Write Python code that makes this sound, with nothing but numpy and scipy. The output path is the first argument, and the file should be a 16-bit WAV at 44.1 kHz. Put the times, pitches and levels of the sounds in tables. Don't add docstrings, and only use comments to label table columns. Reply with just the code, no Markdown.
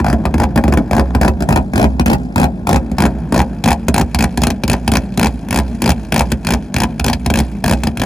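import sys
import numpy as np
from scipy import signal
from scipy.fft import rfft, irfft, next_fast_len
from scipy.io import wavfile
from scipy.ndimage import uniform_filter1d

SR = 44100
rng = np.random.default_rng(int(sys.argv[2]) if len(sys.argv) > 2 else 0)


def ratio(d):
    e = np.asarray(d, float) / 20
    return 10 ** e


def pcm_store(signal):
    levels = np.round(np.clip(np.atleast_2d(signal), -1, 1) * 32767)
    wavfile.write(sys.argv[1], SR, levels.astype(np.int16).T)


N = 355005
TIME = np.arange(N) / SR

# (time [s], unburnt puff level [dB], boom level [dB])
LOAD = [(0, -17.5, -6.5), (1, -19.5, -9), (2, -20, -9), (3, -19, -9.5), (4, -22, -10.5), (5, -21.5, -13.5),
        (6, -20.5, -12), (7, -21.5, -10), (8.05, -21.5, -13.5)]
# (time [s], facing the tail pipe [0-1], car off to the side [0-1])
WALK = [
    (0, 0.02, 0.3),
    (1, 0, 0.29),
    (1.5, 0.28, 0.68),
    (2.2, 0.34, 0.98),
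    (2.7, 0.39, 0.56),
    (3.2, 0.28, 0.09),
    (4, 0.8, 0.03),
    (6, 0.93, 0.05),
    (8.05, 0.95, 0.1),
]
# (frequency [Hz], width [Hz], level [dB])
PIPE = [(229.4, 37.3, 3.5), (165.4, 82.5, 4.5), (192, 12, -17), (307, 39, -9), (391.7, 42.2, -7)]
# (frequency [Hz], width [Hz], level [dB])
BOOM = [(68.5, 13.6, 0), (91, 130, -1)]
# (frequency [Hz], width [Hz], level [dB])
FLANK = [(302.2, 52.7, 7), (367.3, 27, -8), (510, 50, -10.5)]
DRIER_BEHIND_DB = -3


def ignition():
    # (first [s], last [s], firings [count], strength [dB],
    # lead of one rotor over the other [dB])
    runs = [(.044, 0.099, 4, -12.5, -3.5), (0.38, 0.4338, 4, -10.5, -1), (0.9105, 0.9953, 6, -9, -1.5),
            (1.7572, 1.842, 6, -7, -0.5), (2.0598, 2.131, 5, -7.5, 5.5), (2.3588, 2.4311, 5, -7, 0.5),
            (2.6695, 2.7596, 6, -7.5, -4.5), (2.9828, 3.053, 5, -6, 0), (3.3231, 3.3924, 5, -6.5, -0.5),
            (3.9418, 4.0114, 5, -8.5, 4.5), (4.1878, 4.24, 4, -6.5, -0.5), (4.6787, 4.7309, 4, -8, -2.5),
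            (4.9174, 4.9693, 4, -8.5, -0.5), (5.1745, 5.2582, 6, -8, -2), (5.5073, 5.587, 6, -9.5, -1.5),
            (5.8193, 5.892, 5, -8.5, 2), (6.122, 6.2074, 6, -8.5, -0.2), (6.469, 6.536, 5, -10, 3),
            (6.741, 6.834, 6, -11, -2), (7.043, 7.0982, 4, -9, 1.3), (7.3382, 7.4014, 5, -10, -1.5),
            (7.6403, 7.7246, 6, -10, 0.5),
            (0.5581, 0.5757, 2, -5.5, -1),
        (0.723, 0.737, 2, -9.5, -2.5),
        (1.2125, 1.2478, 3, -5.5, 2.5),
        (1.4047, 1.4226, 2, -13.5, -2),
        (1.4883, 1.5243, 3, -8, 1.5),
        (1.559, 1.5743, 2, -7.5, 5.5),
        (3.6389, 3.676, 3, -6, 0),
        (4.4176, 4.4348, 2, -7.5, -4),
        (7.9967, 8.035, 3, -10.5, -4),
    ]
    # (time [s], crack level [dB], thump
    # level [dB])
    lone = [(.0005, -14, -4.5), (.1282, -9, -4.5), (0.2537, -8.5, -7), (0.341, -10, -2.5),
            (0.6385, -12, -6.5), (0.68, -13, -5), (.773, -8.5, -3), (1.1488, -6, -6.5), (1.279, -3.5, -7.5),
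            (1.7346, -13, -14), (1.9958, -5, -6), (2.9144, -21, -14), (3.7053, -9, -10), (3.883, -5.5, -3),
            (4.1461, -7.5, -12.5), (4.3742, -11, -13), (4.4691, -8.5, -6), (4.5027, -10.5, -13),
            (4.6355, -9, -10.5), (4.8775, -5, -5.5), (5.4854, -24, -19), (6.3178, -8, -8.5),
            (6.4482, -22.5, -22), (6.9958, -10, -10), (7.1305, -10, -16), (7.261, -10, -9.5),
            (7.3012, -9.5, -7), (7.8349, -9.5, -9.5), (7.8701, -8.5, -9), (7.9718, -16.5, -32)]
    gap_ratio = 0.91
    boom_share = 0.37

    rows = [(s, db, db + 3, thump_db, boom_share * db + 3) for s, db, thump_db in lone]
    for first, last, count, db, lead_db in runs:
        k = np.arange(round(count))
        passed = np.cumsum(gap_ratio ** k) - 1
        times = first + (last - first) * passed / passed[-1]
        rotor = lead_db * (-1.0) ** k
        along = k / 5
        cold_db = -5.5 * (k == 0)
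        spit_db = db + 0.4 - 3.5 * along + rotor
        shock_db = db - 1.5 + 9.5 * along - 0.28 * rotor + cold_db
        thump_db = db - 2.5 + 3 * along - 0.16 * rotor
        rows += zip(times, spit_db, shock_db, thump_db, boom_share * db + 0 * k)
    s, *levels = np.transpose(sorted(rows))
    levels = np.transpose(levels) + rng.standard_normal((len(s), 4)) * [1.2, 2.2, 2.2, 0]
    levels[:, 3] += np.interp(s, TIME, curve(LOAD, 2))
    return np.column_stack([s, levels])


def firings(fires, gas):
    # (time [s], spit level [dB], shock level [dB])
    pops = [(0.4407, -21, -0.5), (1.0048, -22, -12), (1.2592, -15, -11), (1.8513, -31, -10),
            (2.4409, -9, -2), (2.7689, -25, -4), (3.0615, -8.5, -8), (3.403, -15, 6), (3.4163, -13, -6),
            (3.6853, -5, 3), (3.7164, -9, 3), (3.7291, -12, -23), (4.7398, -34, 0.5), (5.2687, -13, -1),
            (5.5989, -26, -6.5), (5.9025, -7, -34), (5.9178, -19, -21), (6.2176, -22, -9),
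            (6.5471, -27, -5), (6.842, -41, 1), (7.3124, -42, -15), (7.7342, -18, -6)]
    # (frequency [Hz], width [Hz], level [dB])
    mouth = [(823, 190, -6), (530, 103, -7), (912, 320, 0), (1460, 870, 0), (1860, 210, -13)]

    s, _, _, thump_db, boom_db = fires.T
    thump = ratio(6.0) * strike(s + 0.00477, thump_db, PIPE, 0.0066, 0.047)
    flank_db = thump_db + 1.5 - 5.62 * np.interp(s, TIME, curve(WALK, 1))
    thump += strike(s + 0.0012, flank_db, FLANK, 0.0037, 0.11)
    gap = np.diff(s, prepend=-0.02)
    rich_db = 0.77 * np.log(np.clip(gap / 0.029, 1, 3))
    boom = ratio(6.5) * strike(s + 0.00867, rich_db + boom_db, BOOM, 0.0069, 0.045)

    s, spit_db, shock_db = np.vstack([fires[:, :3], pops]).T
    shock = ratio(-2) * strike(s + 0.00028, shock_db, mouth, 0.00015, 0.07)
    train = clicks(s, spit_db)
    flow = ratio(-1) * burst(train, 0.00054, 0.0023, 0.0044, -25, 0.0047)
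    crisp = ratio(1.0) * burst(train, 0.00051, 0.0022, 0.0018, -22, 0.0071)
    body = dulled(gas, 3500)
    behind = flow * body + crisp * (gas - body)
    facing = np.clip(curve(WALK, 1), 0, 1)
    spit = (1 - facing) * flow * gas + facing * behind
    returned = late(shock + dulled(spit, 4000), 0.011)
    returned *= ratio(-13.5 + DRIER_BEHIND_DB * curve(WALK, 1))
    return shock + spit + returned, thump + boom


def jet():
    # (frequency [Hz], level [dB])
    side_colour = [(300, 7.5), (800, 7), (1500, -2.5), (2500, -11), (3700, -30), (4800, -10), (6000, -18),
                   (9500, -18), (12000, -24.5), (16000, -24)]
    # (frequency [Hz], level [dB])
    behind_colour = [(300, 5.5), (800, -2), (1500, -6), (2500, -2.5), (3700, -10), (4800, -5.5),
                     (6000, -10), (9500, -10), (12000, -17.5), (16000, -17)]
    facing = np.clip(curve(WALK, 1), 0, 1)
    gas = (1 - facing) * hiss(side_colour) + facing * hiss(behind_colour)
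    z = signal.stft(gas, nperseg=128)[2]
    patches = uniform_filter1d(rng.standard_normal(z.shape), size=3, axis=0)
    patches = uniform_filter1d(patches, size=6, axis=1)
    gas = signal.istft(z * ratio(2.6 * evened(patches)), nperseg=128)[1][:N]
    eddies = uniform_filter1d(rng.standard_normal(N), size=24)
    return gas * ratio(3.5 * evened(eddies))


def port_turns(fires):
    s = fires[:, 0]
    gap = np.diff(s)
    single = gap < 0.025
    period = np.interp(TIME, (s[:-1] + gap / 2)[single], gap[single])
    free = np.cumsum(1 / period) / SR
    at = np.interp(s, TIME, free)
    whole = np.cumsum(np.maximum(np.round(np.diff(at, prepend=at[0] - 1)), 1))
    eased = np.cumsum((0.0185 / period) ** 0.7) / 0.0185 / SR
    at = np.interp(s, TIME, eased)
    return np.interp(eased, np.append(at, at[-1] + 9), np.append(whole, whole[-1] + 9))


def coasting(fires, turns, gas):
    # (frequency [Hz], level [dB])
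    puff_colour = [(40, -41), (200, 10.5), (400, -4.5), (850, -15.5), (1500, -24.5), (2500, -32.5),
                   (4800, -44), (8000, -49), (16000, -55)]
    opens = TIME[1:][np.diff(np.floor(turns)) > 0]
    rate = 1 / np.gradient(opens)
    uneven = rng.standard_normal((len(opens), 4))
    push_db = np.interp(opens, TIME, curve(LOAD, 1)) + 0.11 * (rate - 55)

    puff_train = clicks(opens, push_db + 2.5 * uneven[:, 0])
    puffs = hiss(puff_colour) * burst(puff_train, 0.0073, 0.0014, 0.0045, -7.0, 0.034)
    wisp_train = clicks(opens, push_db + 0.3 * (rate - 55) + 2.5 * uneven[:, 1])
    wisps = ratio(-13.5) * dulled(gas, 9400) * burst(wisp_train, 0.0042, 0.00055, 0.0041, -9.0, 0.018)

    knocks = ratio(3.5) * strike(opens, push_db + 1.2 * uneven[:, 2], PIPE, 0.0075, 0.034)
    flank_db = push_db - 2.0 - 16.0 * np.interp(opens, TIME, curve(WALK, 1)) + 3.8 * uneven[:, 0]
    knocks += strike(opens, flank_db, FLANK, 0.014, 0.055)
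    dead = abs(opens[:, None] - fires[:, 0]).min(axis=1) > 0.004
    suck_db = (push_db + 0.5 + 2.2 * uneven[:, 3])[dead]
    suck = ratio(2.5) * strike(opens[dead] + 0.0047, suck_db, BOOM, 0.0046, 0.054)
    return puffs + wisps, knocks - suck


def yard(x):
    # (frequency [Hz], time to fall 60 dB [s])
    decay = [(100, 0.11), (420, 0.19), (1100, 0.079), (2900, 0.053), (8000, 0.049)]
    taps = np.zeros((3, SR // 2))
    at = np.arange(500, SR // 2 - 20, 20)
    shape = (3, len(at))
    np.put_along_axis(taps, at + rng.integers(0, 20, shape), rng.choice([-1.0, 1.0], shape), 1)
    hz, t, z = signal.stft(taps, SR, nperseg=256)
    fading = ratio(-60 * t / read(decay, hz)[:, None])
    tails = signal.istft(z * fading, SR, nperseg=256)[1][:, :SR // 4]
    turns = np.sqrt(2 / 3) * np.cos(np.pi * (TIME / 0.07 + np.arange(3)[:, None]) / 3)
    return signal.oaconvolve(x * turns, tails / np.linalg.norm(tails[0]), axes=1)[:, :N].sum(0)


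def right_port(left):
    # (frequency [Hz], phase [rad])
    lag_ahead = [(0, 0), (1890, 0.2), (3010, 1.1), (5600, 0.9), (6200, 0.5), (7410, -1.1), (9730, -5.9),
                 (10600, -6.9), (13700, -12.3), (14600, -13.3), (15500, -15.6), (16100, -15.7)]
    # (frequency [Hz], phase [rad])
    lag_aside = [(0, 0), (1640, 2.8), (2670, 2.8), (4050, 6.4), (6720, 6.7), (9730, 0.4), (10700, -0.8),
                 (13500, -5.8), (14500, -6.8), (16100, -10.2)]
    # (frequency [Hz], left minus right level [dB])
    tilt = [(60, -4.5), (270, 2.5), (740, 3), (2200, 1), (3300, 3.5), (5500, 8), (7500, 2.5), (8800, 1.5),
            (16000, -0.5)]
    hz, t, z = signal.stft(left, SR, nperseg=256, noverlap=192)
    ahead = np.interp(hz, *np.transpose(lag_ahead))
    aside = np.interp(hz, *np.transpose(lag_aside))
    turn = np.angle(np.exp(1j * (aside - ahead)))
    phase = ahead[:, None] + np.outer(turn, np.interp(t, TIME, curve(WALK, 2)))
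    z = z * np.exp(-1j * phase) / ratio(read(tilt, hz))[:, None]
    return signal.istft(z, SR, nperseg=256, noverlap=192)[1][:N]


def strike(times, db, modes, rise_s, spread):
    t = np.arange(0, 3600, 2) / SR
    out = np.zeros(N // 2 + 2000)
    hz, width, mode_db = np.transpose(modes)[:, :, None]
    fading = ratio(mode_db) * np.exp(-np.pi * width * t) * (1 - np.exp(-t / rise_s))
    tune = 1 + spread * rng.uniform(-1, 1, (len(times), len(modes), 1))
    for s, size, f in zip(times, ratio(db), tune):
        at = max(round(s * SR / 2), 0)
        ring = (fading * np.cos(2 * np.pi * hz * f * t)).sum(0)
        out[at:at + len(t)] += size * ring[:len(out) - at]
    return signal.resample_poly(out, 2, 1)[:N]


def burst(train, rise_s, hold_s, fall_s, tail_db, tail_s):
    t = np.arange(6000) / SR
    after = np.maximum(t - hold_s, 0)
    fall = np.exp(-after / fall_s) + ratio(tail_db) * np.exp(-after / tail_s)
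    shape = (1 - np.exp(-t / rise_s)) * fall
    return np.sqrt(abs(signal.oaconvolve(train ** 2, shape ** 2)[:N]))


def clicks(times, db):
    train = np.zeros(N)
    np.add.at(train, np.clip((np.asarray(times) * SR).astype(int), 0, N - 1), ratio(db))
    return train


def hiss(points):
    size = next_fast_len(N)
    colour = ratio(read(points, np.fft.rfftfreq(size, 1 / SR)))
    return evened(irfft(rfft(rng.standard_normal(size)) * colour, size)[:N])


def evened(x):
    return x / np.sqrt(np.mean(x ** 2) + 1e-20)


def dulled(x, hz):
    return signal.sosfilt(signal.butter(1, hz, fs=SR, output="sos"), x)


def late(x, seconds):
    return np.interp(TIME - seconds, TIME, x, left=0)


def read(points, hz):
    f, value = np.transpose(points)
    return np.interp(np.log(hz + 1), np.log(f + 1), value)


def curve(table, column):
    table = np.array(table)
    return np.interp(TIME, table[:, 0], table[:, column])


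def scene():
    gas, fires = jet(), ignition()
    sharp, deep = firings(fires, gas)
    puffs, low = coasting(fires, port_turns(fires), gas)
    sharp = sharp + puffs
    ground = ratio(-5.5) * dulled(late(sharp, 0.00117), 2500)
    direct = sharp + ground
    echoes = ratio(-12 + DRIER_BEHIND_DB * curve(WALK, 1)) * yard(dulled(direct, 5700))
    left = direct + echoes + deep + low
    unalike = ratio(-19 + 12.5 * curve(WALK, 2))
    stray = unalike * yard(direct - 0.9 * dulled(direct, 2200) + 0.12 * deep)
    return np.array([left + stray, right_port(left - stray)])


def low_pass(x):
    return signal.sosfilt(signal.butter(12, 16520, fs=SR, output="sos"), x)


def record(dry):
    cut = signal.sosfilt(signal.butter(3, 66, "high", fs=SR, output="sos"), dry)
    ceiling = 0.9
    held = ceiling * np.tanh(cut / ceiling)
    held = signal.oaconvolve(held, signal.firwin(255, 15800, fs=SR)[None], "same")
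    return low_pass(held)


dry = scene()
out = record(dry)
pcm_store(out)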